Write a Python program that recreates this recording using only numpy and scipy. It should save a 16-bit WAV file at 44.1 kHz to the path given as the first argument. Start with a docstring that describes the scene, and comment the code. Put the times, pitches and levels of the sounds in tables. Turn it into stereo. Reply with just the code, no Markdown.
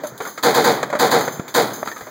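"""Open range, light wind, close to a vehicle: its mounted heavy machine gun fires three rounds, two, then one.
Each report is coloured noise that cracks and swells into a boom, with notes that ring the vehicle inside it.
Slow noise swells roll away over the ground, the first from a shot before the start.
Cases and gun parts knock, and wind or the rocking vehicle thumps low twice, as short noise with a note.
Belt links clink as resonant noise; a close camera with two microphone ports hears it in widened stereo."""
import sys
import numpy as np
from scipy.fft import rfft, irfft, next_fast_len
from scipy.io import wavfile
from scipy.ndimage import map_coordinates

SR = 44100
rng = np.random.default_rng(int(sys.argv[2]) if len(sys.argv) > 2 else 0)


def dump_mix(stems):
    """Bounce the given channels to the path in sys.argv[1] as a 16-bit WAV at rate SR."""
    frames = np.atleast_2d(stems).T  # one column per channel
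    limited = np.clip(frames, -1, 1)  # hard clip at full scale
    pcm = np.round(limited * 32767).astype(np.int16)
    wavfile.write(sys.argv[1], SR, pcm)


N = 92610  # samples, 2.1 s


def amp(db):
    """Decibels to gain."""
    return 10 ** (np.asarray(db) / 20)


def rms(x):
    """Root mean square over everything in x."""
    return np.sqrt(np.mean(x ** 2) + 1e-20)


def unit(x):
    """Scaled to rms 1."""
    return x / rms(x)


def along(points, hz):
    """Values read between (Hz, value) points on a log frequency axis."""
    point_hz, values = np.transpose(points)
    return np.interp(np.log(hz + 1), np.log(point_hz + 1), values)


def colour(points):
    """Gain against frequency from (Hz, dB) points."""
    return lambda hz: amp(along(points, hz))


def resonances(modes):
    """Gain against frequency of peaks given as (Hz, width in Hz, dB), their powers added."""
    def response(hz):
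        power = 0
        for centre, width, db in modes:
            power = power + amp(db) ** 2 / (1 + ((hz - centre) / width) ** 2) ** 2
        return np.sqrt(power)
    return response


def filtered(x, response):
    """x with its spectrum multiplied by a response of frequency."""
    size = next_fast_len(x.shape[-1] + 4096)
    spectrum = rfft(x, size) * response(np.fft.rfftfreq(size, 1 / SR))
    return irfft(spectrum, size)[..., :x.shape[-1]]


# Likeness of the two microphone ports. Each row: frequency in Hz, correlation from -1 to 1.
PORT_LIKENESS = [(40, .4), (130, 0.92), (300, 0.93), (480, 0.77), (900, 0.35), (1600, -0.11),
                 (4000, -0.013), (15000, -0.062)]


def noise(response, size):
    """Coloured noise of rms 1 at the two ports; the mid and side shares set how alike they are."""
    def mid_and_side(hz):
        turn = np.arccos(np.clip(along(PORT_LIKENESS, hz), -.99, .99)) / 2
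        return response(hz) * np.array([np.cos(turn), np.sin(turn)])
    mid, side = filtered(rng.standard_normal((2, size)), mid_and_side)
    return unit(np.array([mid + side, mid - side]))


def fade(t, attack, t60, hold=0):
    """Attack, with an exponential release that starts after the hold."""
    return (1 - np.exp(-(t / attack) ** 2)) * amp(-60 * np.maximum(t - hold, 0) / t60)


def swell(t, peak, sharp):
    """A rounded rise to 1 at the peak time and a slower fall."""
    return (t / peak * np.exp(1 - t / peak)) ** sharp


WAVER_RAD, WAVER_RATE = 0.52, 125  # usual depth of the unsteady phase, random points a second
PORT_RAD = 0.37  # phase shift at each port, in opposite directions


def note(t, hz, fall=0, waver=WAVER_RAD):
    """A slightly unsteady tone of rms 1 at the two ports, its pitch falling by fall Hz a second."""
    drift = map_coordinates(rng.standard_normal(512), [t * WAVER_RATE], mode="wrap")
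    phase = 2 * np.pi * (hz * t - fall * t ** 2 / 2 + rng.random()) + waver * drift
    port_shift = PORT_RAD * rng.choice([-1, 1]) * np.array([[1], [-1]])
    return np.sqrt(2) * np.sin(phase + port_shift)


def add(out, s, sound):
    """Mix a sound in at s seconds, cut at both ends of the scene."""
    i = round(s * SR)
    part = sound[:, max(-i, 0):N - i]
    out[:, max(i, 0):][:, :part.shape[1]] += part


# Light wind on the range. Each row: frequency in Hz, relative level in dB.
WIND_COLOUR = [(25, -17), (70, -16), (130, 6.5), (300, 1), (700, -8), (1600, -8), (3500, -28.5),
               (6500, -15), (10000, -38.5), (15500, -20)]
WIND_DB = -41.5


def wind():
    """Light wind as a steady floor of coloured noise."""
    return amp(WIND_DB) * noise(colour(WIND_COLOUR), size=N)


# The rounds fired. Each row: start in seconds, level of the crack in dB, level of the boom in dB.
SHOTS = [(0.4315, -18, -17), (0.5443, -19, -17.5), (.6421, -19, -17), (0.9936, -18, -17.5),
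         (1.1115, -19.5, -17.5), (1.5454, -17, -17.5)]
# Echo off ground and far bank. Each row: frequency in Hz, relative level in dB.
ECHO_COLOUR = [(30, -25), (70, -11), (130, 11), (450, 1.5), (900, -6.5), (1800, -10.5), (3500, -17.5),
               (7000, -40), (15000, -59)]
EARLIER_SHOT_S, EARLIER_DB = -.3, -20.5  # only its echo is left
ECHO_DB, ECHO_RISE_S, ECHO_T60_S = -4, 0.074, 0.96  # level against the boom


def echoes():
    """Each report rolls back from the ground and the far bank as a slow, fading swell of noise."""
    out, t = np.zeros((2, N)), np.arange(SR) / SR
    envelope = fade(t, ECHO_RISE_S, ECHO_T60_S, hold=ECHO_RISE_S)
    returns = [(EARLIER_SHOT_S, EARLIER_DB)]
    returns += [(s, boom_db + ECHO_DB) for s, _, boom_db in SHOTS]
    for s, db in returns:
        add(out, s, amp(db) * envelope * noise(colour(ECHO_COLOUR), size=len(t)))
    return out


# Belt links dropping. 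Each row: start in seconds, level in dB, 60 dB decay time in seconds,
# scrape in dB against the jingle.
CLINKS = [(.033, -38.5, 0.28, 1), (.069, -30.5, 0.11, -2.5), (0.1762, -35.5, .12, 7), (0.219, -37, 0.36, 1),
          (.251, -38.5, 0.29, -8), (0.272, -35, 0.43, -3), (.745, -37, 0.18, -11), (0.8292, -29, 0.016, 14),
          (1.205, -31, 0.39, -10), (1.249, -34, 0.33, -24), (1.322, -35, 0.31, -3), (1.480, -39, 0.27, -5),
          (1.732, -31.5, 0.45, -7), (1.85, -39.5, 0.97, -5), (1.975, -43, 0.66, -2)]
# Modes of a steel link. Each row: frequency in Hz, width in Hz, relative level in dB.
LINK_MODES = [(4930, 62, -5), (6320, 78, 4.5), (6520, 160, -3), (7144, 70, -1.5), (10020, 106, -8.5),
              (12300, 160, -7), (14000, 150, -2.5), (14840, 340, -6)]
# Link scraping on metal. Each row: frequency in Hz, relative level in dB.
SCRAPE_COLOUR = [(1000, -30), (3000, 9), (6500, 0.5), (9000, 2), (15500, 2.5)]
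# One singing case: start in seconds, pitch in Hz, level in dB, 60 dB decay time in seconds.
SINGING_CASE = (1.1, 7144.5, -47.5, 2.2)
CLINK_ATTACK_S, SINGING_RISE_S = 0.00081, 0.016


def links():
    """Steel links scrape and jingle in their modes as they drop; one case sings for half a second."""
    out, t = np.zeros((2, N)), np.arange(SR // 2) / SR
    for s, db, t60, scrape_db in CLINKS:
        jingle = noise(resonances(LINK_MODES), size=len(t))
        scrape = amp(scrape_db) * noise(colour(SCRAPE_COLOUR), size=len(t))
        add(out, s, amp(db) * fade(t, CLINK_ATTACK_S, t60) * unit(jingle + scrape))
    s, hz, db, t60 = SINGING_CASE
    add(out, s, amp(db) * fade(t, SINGING_RISE_S, t60) * note(t, hz))
    return out


# Cases and gun parts knocking, and two soft low thumps of wind or the rocking vehicle (at 0.121
# and 2.018 s). Each row: start in seconds, level in dB, 60 dB decay time in seconds,
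# pitch in Hz, note in dB against that level, treble tilt of the noise in dB.
KNOCKS_AND_THUMPS = [(.036, -25.5, 0.14, 592, 3.5, -10.5), (0.121, -50.5, 0.13, 120, 23, -14),
                     (.203, -23.5, 0.16, 443, -0.5, -6.5), (.251, -28.5, 0.1, 1435, -5, -3),
                     (0.263, -28, 0.19, 1183, -9.5, -14), (0.376, -26, 0.12, 1272, -8, 0.5),
                     (.829, -14.5, 0.064, 487, -6, -4), (.900, -25.5, .09, 591, 0.5, -3),
                     (.927, -16.5, 0.13, 548, -3, -13.5), (.951, -18, .12, 596, -0.5, -10),
                     (1.208, -19.5, 0.079, 476, -6, -1), (1.278, -12.5, 0.045, 450, -2.5, -13),
                     (1.396, -14.5, 0.031, 194, 7, -15), (1.479, -31, .15, 3530, -14, 2.5),
                     (1.829, -16.5, 0.031, 640, -3.5, -13), (1.858, -26.5, 0.042, 970, -6, -3),
                     (1.873, -22.5, 0.14, 1333, -12.5, -4), (1.915, -29.5, 0.079, 1806, -1, 0.5),
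                     (1.962, -32, 0.19, 1264, -7.5, -3), (2.008, -31.5, 0.17, 2016, -13, -4.5),
                     (2.018, -48, .14, 109, 19.5, -10), (2.068, -34, 0.15, 616, -3.5, -6.5)]
# Short noise before its tilt. Each row: frequency in Hz, relative level in dB.
KNOCK_COLOUR = [(40, -25), (120, -4), (300, -0.5), (600, -5), (1400, -6), (2200, -5), (4000, -14.5),
                (7000, -15.5), (10000, -29), (15500, -28)]
KNOCK_ATTACK_S, KNOCK_WAVER_RAD = 0.00049, 0.85
TREBLE_FROM_HZ, TREBLE_FULL_HZ = 1210, 4030  # the tilt begins, and is complete


def knocks_and_thumps():
    """Short noise and a note: cases and gun parts knock; wind or the rocking vehicle thumps, mostly note."""
    out, t = np.zeros((2, N)), np.arange(SR // 4) / SR
    for s, db, t60, pitch, note_db, treble_db in KNOCKS_AND_THUMPS:
        tilt = [(TREBLE_FROM_HZ, 0), (TREBLE_FULL_HZ, treble_db)]
        tilted = lambda hz: amp(along(KNOCK_COLOUR, hz) + along(tilt, hz))
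        envelope = fade(t, KNOCK_ATTACK_S, t60)
        short_noise = rms(envelope) * unit(envelope * noise(tilted, size=len(t)))
        fading_note = amp(note_db) * envelope * note(t, pitch, waver=KNOCK_WAVER_RAD)
        add(out, s, amp(db) * (short_noise + fading_note))
    return out


GRAIN_DB, GRAIN_RATE = 2, 900  # depth, lumps a second


def crackle(t):
    """A fast, lumpy random gain inside the blast."""
    return amp(GRAIN_DB * map_coordinates(rng.standard_normal(2048), [t * GRAIN_RATE], mode="wrap"))


# Colours of snap and crack, bark, boom and air push. Each row: frequency in Hz, relative level in dB.
CRACK_COLOUR = [(60, -18), (200, 9.5), (700, -0.5), (2000, 0.5), (4000, -1), (6500, -3), (9000, -8.5),
                (12000, -9.5), (15500, -5)]
BARK_COLOUR = [(150, -4), (500, 3), (1200, 0.5), (2000, 1.5), (3000, -4.5), (5000, -6.5), (7000, -14.5),
               (10000, -49), (15000, -30)]
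BOOM_COLOUR = [(30, -22), (80, -11.5), (130, -6.5), (200, -6), (300, -3), (480, -8), (800, -7.5),
               (1200, -19), (2200, -42), (5000, -55)]
PUSH_COLOUR = [(20, -11), (45, -6), (100, 8), (170, -16), (400, -26), (1500, -70)]
SAME_SHARE = 0.77  # power share of each report that repeats from shot to shot
LEAD_S, LEAD_DB, LEAD_T60_S = .0045, -5.5, 0.059  # snap: time before the blast, level against the crack
CRACK_ATTACK_S, CRACK_HOLD_S, CRACK_T60_S = 0.00064, 0.0076, 0.46
BARK_DB, BARK_PEAK_S, BARK_SHARP = -2, 0.025, 0.67  # level against the boom
BOOM_PEAK_S, BOOM_SHARP = 0.045, 1.84
PUSH_DB, PUSH_PEAK_S, PUSH_SHARP = -11, 0.0064, 1  # level against the boom


def gun():
    """The action snaps, then crack, bark, boom and a low push of air, much alike in every shot."""
    out, t = np.zeros((2, N)), np.arange(SR // 2) / SR
    times, crack_db, boom_db = np.transpose(SHOTS)
    snap = fade(t, CRACK_ATTACK_S, LEAD_T60_S)
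    crack = crackle(t) * fade(t, CRACK_ATTACK_S, CRACK_T60_S, CRACK_HOLD_S)
    bark = crackle(t) * swell(t, BARK_PEAK_S, BARK_SHARP)
    boom = swell(t, BOOM_PEAK_S, BOOM_SHARP)
    push = swell(t, PUSH_PEAK_S, PUSH_SHARP)
    layers = [(CRACK_COLOUR, snap, crack_db + LEAD_DB, LEAD_S),
              (CRACK_COLOUR, crack, crack_db, 0),
              (BARK_COLOUR, bark, boom_db + BARK_DB, 0),
              (BOOM_COLOUR, boom, boom_db, 0),
              (PUSH_COLOUR, push, boom_db + PUSH_DB, 0)]
    for points, envelope, levels, early in layers:
        same = noise(colour(points), size=len(t))
        for s, db in zip(times, levels):
            fresh = noise(colour(points), size=len(t))
            blast = envelope * (np.sqrt(SAME_SHARE) * same + np.sqrt(1 - SAME_SHARE) * fresh)
            add(out, s - early, amp(db) * rms(envelope) * unit(blast))
    return out


# Notes of mount and vehicle. 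Each row: pitch at the peak in Hz, relative level in dB,
# peak time in seconds, sharpness of the swell, fall in Hz per second.
PANELS = [(195.5, -7, 0.045, 2.5, 0), (371.7, 0.5, 0.051, 14.7, 3), (481, 3, 0.0369, 3.9, 795),
          (445.7, -2.5, .07, 19.5, 1486), (550, -11.5, 0.039, 3.4, -10), (765, -4.5, 0.0521, 10.6, 900),
          (850, -13, 0.0499, 1.44, 691), (1220, -15, 0.029, 5.9, 0), (1454, -16, 0.033, 2.5, -3)]
RING_DB, RING_SCATTER_DB = -1.5, 0.5  # all notes against the boom, random spread from shot to shot


def ring():
    """The same notes swell and sag inside every boom, as the blast shakes mount and vehicle."""
    out, t = np.zeros((2, N)), np.arange(SR // 2) / SR
    for hz, db, peak, sharp, fall in PANELS:
        tone = swell(t, peak, sharp) * note(t, hz + fall * peak, fall)
        for s, _, boom_db in SHOTS:
            scatter_db = RING_SCATTER_DB * rng.standard_normal()
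            add(out, s, amp(boom_db + RING_DB + db + scatter_db) * tone)
    return out


# Balance of the ports before widening. Each row: frequency in Hz, left minus right in dB.
BALANCE_DB = [(100, -2.2), (280, -3.6), (550, -1.3), (1200, -.4), (5000, 0.55)]


def scene():
    """Gun, echoes, knocks, thumps and links over light wind on the range, balanced between the two ports."""
    total = wind() + echoes() + links() + knocks_and_thumps() + gun() + ring()
    return filtered(total, lambda hz: amp(np.outer([1, -1], along(BALANCE_DB, hz)) / 2))


CROSSFEED, CROSSFEED_S = .995, 16 / 44100  # gain and delay of the opposite port
TOP_HZ = 15800


def record(dry):
    """The close camera takes a delayed copy of each port from the other, clips and limits the band."""
    delayed = filtered(dry[::-1], lambda hz: np.exp(-2j * np.pi * hz * CROSSFEED_S))
    wide = dry - CROSSFEED * delayed
    return filtered(np.clip(wide, -1, 1), lambda hz: hz < TOP_HZ)


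dry = scene()
out = record(dry)
dump_mix(out)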